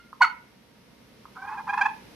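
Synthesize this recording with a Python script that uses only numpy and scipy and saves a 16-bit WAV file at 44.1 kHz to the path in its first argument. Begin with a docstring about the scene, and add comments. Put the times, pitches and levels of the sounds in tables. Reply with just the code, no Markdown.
"""Heard first are the dying, fluttering partials of an earlier note over low rumble, hum and hiss.
Then a striker is worked on a friction pot call in a small quiet room: a light tap, one sharp cluck,
another tap, and a stuttering purr. The tip sticks and slips on the plate, giving harmonics with rasp;
the taps sound decaying pot modes, the hollow pot rings near 1 kHz and the room answers briefly."""
import sys
import numpy as np
from scipy import signal
from scipy.fft import rfft, irfft, next_fast_len
from scipy.io import wavfile
from scipy.ndimage import map_coordinates

SR = 44100
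rng = np.random.default_rng(int(sys.argv[2]) if len(sys.argv) > 2 else 0)


def transcribe(u):
    """Save the signal u as a 16-bit wav file named by the first command-line argument.

    u: samples, shape (n,) or (channels, n), limited to [-1, 1]; the rate is SR.
    q: integer samples, one column per channel.
    """
    v = np.clip(np.atleast_2d(u).T, -1, 1)
    q = np.round(v * 32767).astype(np.int16)
    wavfile.write(sys.argv[1], SR, q)


N = 94815
T = np.arange(N) / SR  # time, s

# Background level against time: [t/s, level/dB]
BACKGROUND_LEVEL = [(0.0, -58), (0.29, -57.5), (0.65, -58.5), (1.76, -53), (2.15, -51)]
# Relative spectrum of the background noise: [f/Hz, level/dB]
BACKGROUND_SPECTRUM = [(15, -60), (25, -26), (48, -10.5), (86, -9.5), (110, -9), (221, 0), (368, -10),
                       (457, -6.5), (762, -15.5), (919, -16.5), (997, -16.5), (1080, -15.5), (1200, -17),
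                       (2060, -17), (5730, -23), (7300, -34), (10100, -29.5), (13200, -30.5),
                       (15500, -57.5)]
# Likeness of the left and right background noise: [f/Hz, correlation (no unit)]
BACKGROUND_LIKENESS = [(60, 0.91), (180, 0.86), (550, 0.3), (1650, 0.31), (4970, 0.02), (15000, 0.32)]
# Steady hum tones, relative to the background level: [f/Hz, level/dB]
HUM_TONES = [(59, -18), (120, -14.5), (935, -16.5), (2094, -21.5)]
BACKGROUND_NOISE_DB, BACKGROUND_PAN_DB = 1.5, -.9  # pan is left minus right

# Partials of the earlier note, levels at the start before flutter: [f/Hz, level/dB]
EARLIER_PARTIALS = [(1394, -55), (2121, -59), (2848, -72), (3537, -78), (4269, -77)]
AFTER_T60_S = .33
AFTER_FLUTTER_RATE, AFTER_FLUTTER_DB = 70, 5.5  # random knots per second; depth

# Decay time of the diffuse room tail: [f/Hz, t60/s]
ROOM_DECAY = [(300, 0.2), (900, 0.36), (1450, .36), (2200, 0.42), (4500, 0.17), (12000, 0.17)]
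# Colour of everything the room returns: [f/Hz, level/dB]
ROOM_COLOURING = [(500, -10.5), (790, -3), (900, 6.5), (1080, -1), (1500, -4), (2200, 1.5), (3000, 2),
                  (4400, 4), (7000, 0.5), (12000, -2)]
# Distinct wall echoes, before the room colour: [delay t/s, level/dB]
WALL_ECHOES = [(0.028, -16.5), (0.048, -24), (.078, -27.5)]
TAIL_DB, TAIL_BUILD_S = -14, 0.003

# Modes of the damped pot, relative to the tap: [f/Hz, level/dB, t60/s]
POT_MODES = [(1076, -2, .02), (1230, -5, 0.031), (1750, -13.5, .009)]
CAVITY_HZ, CAVITY_T60_S, CAVITY_DB = 1030, 0.04, -17  # air in the pot
LOW_CUT_HZ, LOW_LEAK_DB = 704.5, -15.5  # the small pot radiates little below this

# Touches of the striker on the plate: [t/s, level/dB]
TAP_TIMES = [(0.129, -26.5), (1.254, -30.5)]
TAP_RISE_S = .0009

# Skips of the tip: [middle t/s, length/s, level/dB, pitch f/Hz at the middle, overtones level/dB]
SKIP_ROWS = [(1.394, 0.038, -47.5, 755, 1.5), (1.428, 0.017, -43, 771, 6.5), (1.45, 0.022, -39, 798.7, -5),
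             (1.484, 0.022, -36.5, 811.6, -1), (1.502, .014, -38.5, 867, -24), (1.532, 0.04, -34, 845, -13),
             (1.586, 0.024, -36, 808, -1.5), (1.605, 0.018, -38, 866, -29), (1.68, 0.013, -33.5, 867, -14),
             (1.701, .024, -28.5, 804, 0.5), (1.74, .014, -26, 819.6, -2), (1.750, 0.0075, -29, 888, -24.5),
             (1.78, .010, -25, 842, -4), (1.792, .018, -26.5, 857, -7.5), (1.819, 0.016, -24, 797, 7),
             (1.834, .012, -30, 852, -1.5), (1.862, .014, -20.5, 841, -1.5)]
# Relative harmonics of the purr at full pressure, first upward: [level/dB]
PURR_HARMONICS = [0, 0, -7, -23, -33, -32, -39, -40, -45, -45, -47]
# Relative spectrum of the purr's rasp: [f/Hz, level/dB]
PURR_RASP_SPECTRUM = [(450, -53.5), (660, -52), (790, -12.5), (1000, 4), (1200, -8.5), (1450, -9.5),
                      (1800, -19), (2150, -19.5), (2500, -46), (2900, -43.5), (4500, -37.5), (8500, -50),
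                      (15500, -49.5)]
# Relative spectrum of the sharp edge of each slip under firm pressure: [f/Hz, level/dB]
GRIT_SPECTRUM = [(2600, -29), (3400, -0.5), (3750, -9.5), (4300, 1.5), (4800, 2.5), (5300, -17),
                 (6000, 4.5), (7500, -10.5), (8700, -11.5), (10000, -10), (15500, -28)]
# Relative spectrum of the scrape before the skips: [f/Hz, level/dB]
SCRAPE_SPECTRUM = [(600, -40.5), (1000, -5), (1150, -15.5), (1330, -4), (1500, -8.5), (1750, -29),
                   (4000, -44), (12000, -60)]
PURR_RASP_DB, GRIT_DB, PURR_JITTER = -3.5, -33.5, 0.0088
SKIP_SHAPE = 2.42  # exponent of the swell
PRESS_BRIGHTENS, PRESS_SAG = 1, .08  # overtone exponent; share by which pressure lowers the pitch
RISE_PER_S = 1.5  # share by which the pitch climbs as a skip speeds up
FULL_SKIP_DB, SOFT_DULLS = -34, 1  # below this level, dB lost by harmonics 3 and up per dB
SCRAPE_S, SCRAPE_LENGTH_S, SCRAPE_DB = 1.373, 0.021, -39.5  # middle, half-height width, level

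# Stick-slip rate of the cluck before jitter: [t/s, f/Hz]
CLUCK_RATE = [(.205, 990), (.214, 1015), (.2175, 965), (.2195, 738), (.223, 729), (.237, 728), (.242, 712),
              (.247, 675), (.252, 635)]
# Strength of the cluck: [t/s, level/dB]
CLUCK_STRENGTH = [(.203, -56.5), (.21, -22.5), (.2145, -13), (.222, -11), (.232, -13), (.241, -20),
                  (.247, -17.5), (.251, -23), (.259, -46)]
# Relative spectrum of the cluck's rasp: [f/Hz, level/dB]
CLUCK_RASP_SPECTRUM = [(450, -46), (640, -45), (760, -12.5), (1000, -6.5), (1150, 1), (1330, 0),
                       (1750, -11), (2050, -0.5), (2800, -16.5), (3900, -23.5), (4400, -14), (5200, -29.5),
                       (6300, -20.5), (8500, -32.5), (11500, -28), (15500, -45.5)]
# Radiation of the plate for harmonics of the cluck: [f/Hz, level/dB]
PLATE_RADIATION = [(620, -32), (730, -17), (1000, 2), (1280, 3), (1460, 1), (1750, -18.5), (2000, -5.5),
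                   (2190, -10.5), (2550, -20), (2920, -21.5), (3300, -37), (3650, -31), (4000, -40.5),
                   (4400, -15.5), (4750, -40), (5900, -42), (7500, -45.5)]
BITE_S, BITE_RISE_S = .2188, 0.0017  # the light skid turns into a full bite
CLUCK_RASP_DB, CLUCK_JITTER, SKID_OVERTONES_DB = -16, 0.014, -10.5

PAN_DB, RIGHT_LAG_S = -2.1, -0.00003  # left minus right; a negative lag means the right leads
TOP_HZ = 15700


def amp(db):
    """Decibel law: level to amplitude ratio."""
    return 10 ** (np.asarray(db) / 20)


def unit(x):
    """Normalisation to an rms of 1."""
    return x / np.sqrt(np.mean(x ** 2) + 1e-20)


def along(points, hz):
    """Interpolation of (f/Hz, value) points on a logarithmic frequency axis."""
    f, v = np.transpose(points)
    return np.interp(np.log(hz + 1), np.log(f + 1), v)


def curve(rows):
    """Linear interpolation of (t/s, value) points, one value per sample."""
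    return np.interp(T, *np.transpose(rows))


def wobble(rate):
    """Smooth random fluctuation: a spline through `rate` random knots per second."""
    knots = rng.standard_normal(int(N * rate / SR) + 4)
    return map_coordinates(knots, [T * rate])


def filtered(x, response):
    """Linear filtering: the spectrum is multiplied by a response of frequency."""
    m = next_fast_len(N + SR // 2)
    spectrum = rfft(x, m) * response(np.fft.rfftfreq(m, 1 / SR))
    return irfft(spectrum, m)[..., :N]


def noise(spectrum):
    """Coloured noise: white noise through a spectral weighting, at rms 1."""
    return unit(filtered(rng.standard_normal(N), lambda hz: amp(along(spectrum, hz))))


def sine(db, phase):
    """Pure tone whose rms is set by a level in dB."""
    return np.sqrt(2) * amp(db) * np.sin(phase)


def fade(t, t60):
    """Exponential decay, falling 60 dB in t60."""
    return amp(-60 * t / t60)


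def background():
    """Partial coherence: shared and opposed noise make rumble and hiss; slowly drifting phases make hum."""
    def turn(hz):
        return np.arccos(np.clip(along(BACKGROUND_LIKENESS, hz), -1, 1)) / 2

    def shares(hz):
        return np.array([np.cos(turn(hz)), np.sin(turn(hz))])

    sources = np.array([noise(BACKGROUND_SPECTRUM), noise(BACKGROUND_SPECTRUM)])
    mid, side = filtered(sources, shares)
    hiss = amp(BACKGROUND_NOISE_DB) * np.array([mid + side, mid - side])
    hum = sum(sine(db, 2 * np.pi * hz * T + .3 * wobble(2)) for hz, db in HUM_TONES)
    return amp(curve(BACKGROUND_LEVEL)) * (hiss + hum)


def aftersound():
    """Reverberant decay: partials of an earlier note flutter in level and phase as they die away."""
    total = 0
    for hz, db in EARLIER_PARTIALS:
        level = db + AFTER_FLUTTER_DB * wobble(AFTER_FLUTTER_RATE)
        phase = 2 * np.pi * hz * T + .6 * wobble(AFTER_FLUTTER_RATE)
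        total = total + sine(level, phase)
    return fade(T, AFTER_T60_S) * total


def room(x):
    """Reverberation: wall echoes and a short diffuse tail that differs at each microphone."""
    hz, t, z = signal.stft(rng.standard_normal((2, SR // 2)), SR, nperseg=256)
    envelope = fade(t, along(ROOM_DECAY, hz)[:, None]) * (1 - np.exp(-t / TAIL_BUILD_S))
    tail = signal.istft(z * envelope, SR, nperseg=256)[1]
    tail = tail + 0.098 * tail[::-1]  # the two sides share a little
    diffuse = signal.fftconvolve(x[None], tail / np.linalg.norm(tail[0]), axes=1)[:, :N]

    def reflections(f):
        return sum(amp(db) * np.exp(-2j * np.pi * f * s) for s, db in WALL_ECHOES)

    echoes = filtered(x, reflections)
    return filtered(amp(TAIL_DB) * diffuse + echoes, lambda f: amp(along(ROOM_COLOURING, f)))


def pot(x):
    """Cavity resonance: the hollow pot rings on after each stroke and radiates little bass."""
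    width = np.log(1000) / (np.pi * CAVITY_T60_S)  # bandwidth, Hz

    def ring(f):
        return 1j * f * width / (CAVITY_HZ ** 2 - f * f + 1j * f * width)

    def low_cut(f):
        return amp(LOW_LEAK_DB * (.5 - .5 * np.tanh((f - LOW_CUT_HZ) / 40)))

    return filtered(x, lambda f: low_cut(f) * (1 + amp(CAVITY_DB) * ring(f)))


def taps():
    """Modal excitation: setting the striker down rings the damped pot."""
    out = np.zeros(N)
    for s, db in TAP_TIMES:
        t = np.maximum(T - s, 0)
        onset = 1 - np.exp(-(t / TAP_RISE_S) ** 2)
        modes = sum(amp(level) * fade(t, t60) * np.sin(2 * np.pi * hz * t)
                    for hz, level, t60 in POT_MODES)
        out += amp(db) * onset * modes
    return out


def purr():
    """Pressure-controlled stick-slip: after a scrape, each skip swells with tone, rasp and grit."""
    swell = .5 ** ((2 * (T - SCRAPE_S) / SCRAPE_LENGTH_S) ** 2)
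    out = amp(SCRAPE_DB) * noise(SCRAPE_SPECTRUM) * swell
    rasp = amp(PURR_RASP_DB) * noise(PURR_RASP_SPECTRUM)
    grit = amp(GRIT_DB) * noise(GRIT_SPECTRUM)
    flutter = amp(0.53 * wobble(300))
    unevenness = 1 + PURR_JITTER * wobble(500)
    for s, length, db, hz, bright_db in SKIP_ROWS:
        near = np.abs(T - s) < 2 * length
        t = T[near] - s
        press = .5 ** (np.abs(2 * t / length) ** SKIP_SHAPE)  # half at +/- length / 2
        rate = hz * (1 + PRESS_SAG * (1 - press) + RISE_PER_S * t) * unevenness[near]
        phase = 2 * np.pi * np.cumsum(rate) / SR
        first, second, *high = [sine(level, k * phase + rng.uniform(0, 2 * np.pi))
                                for k, level in enumerate(PURR_HARMONICS, 1)]
        softness_db = SOFT_DULLS * min(db - FULL_SKIP_DB, 0)
        edge = grit[near] * (1 + np.cos(phase))  # grit peaks once per slip
        overtones = second + amp(softness_db) * sum(high) + edge
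        tone = first + amp(bright_db) * press ** PRESS_BRIGHTENS * overtones
        grip = 1 - 0.46 * press * min(amp(bright_db), 1)  # a firm grip rasps less
        out[near] += amp(db) * (press * tone * flutter[near] + press ** 0.54 * grip * rasp[near])
    return out


def slip_phase(hz, jitter):
    """Phase as the integral of frequency, for a slightly uneven stick-slip cycle."""
    return 2 * np.pi * np.cumsum(hz * (1 + jitter * wobble(500))) / SR


def harmonics(phase, hz, flutter_db, count):
    """Fourier series of the slip cycle: each harmonic has the plate's weight and its own flutter."""
    rows = []
    for k in range(1, count + 1):
        level = along(PLATE_RADIATION, k * hz) + flutter_db * wobble(251)
        rows.append(sine(level, k * phase + rng.uniform(0, 2 * np.pi)))
    return rows


def cluck():
    """Stick-slip regime change: a skid bites into a lower, richer vibration and sags as it lets go."""
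    hz = curve(CLUCK_RATE)
    phase = slip_phase(hz, CLUCK_JITTER)
    bite = .5 + .5 * np.tanh((T - BITE_S) / BITE_RISE_S)
    low, *high = harmonics(phase, hz, flutter_db=1.1, count=10)
    tone = low + amp(SKID_OVERTONES_DB * (1 - bite)) * sum(high)
    rasp = amp(CLUCK_RASP_DB) * noise(CLUCK_RASP_SPECTRUM)
    rasp = rasp * (.5 + 0.87 * bite) * (1 + 0.52 * np.cos(phase))  # pulses with the slips
    sounding = (T > CLUCK_STRENGTH[0][0]) * (T < CLUCK_STRENGTH[-1][0])
    return amp(curve(CLUCK_STRENGTH)) * sounding * (tone + rasp)


def scene():
    """Interaural level and time differences set the nearby call slightly to the right."""
    call = pot(cluck() + purr() + taps())
    sides = np.array([[.5], [-.5]])  # left, right
    direct = filtered(call, lambda hz: np.exp(2j * np.pi * hz * RIGHT_LAG_S * sides))
    foreground = amp(PAN_DB * sides) * (direct + room(call) + aftersound())
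    return foreground + amp(BACKGROUND_PAN_DB * sides) * background()


def record(dry):
    """Band limitation: nothing is kept from the top frequency upward."""
    return filtered(dry, lambda hz: hz < TOP_HZ)


dry = scene()
out = record(dry)
transcribe(out)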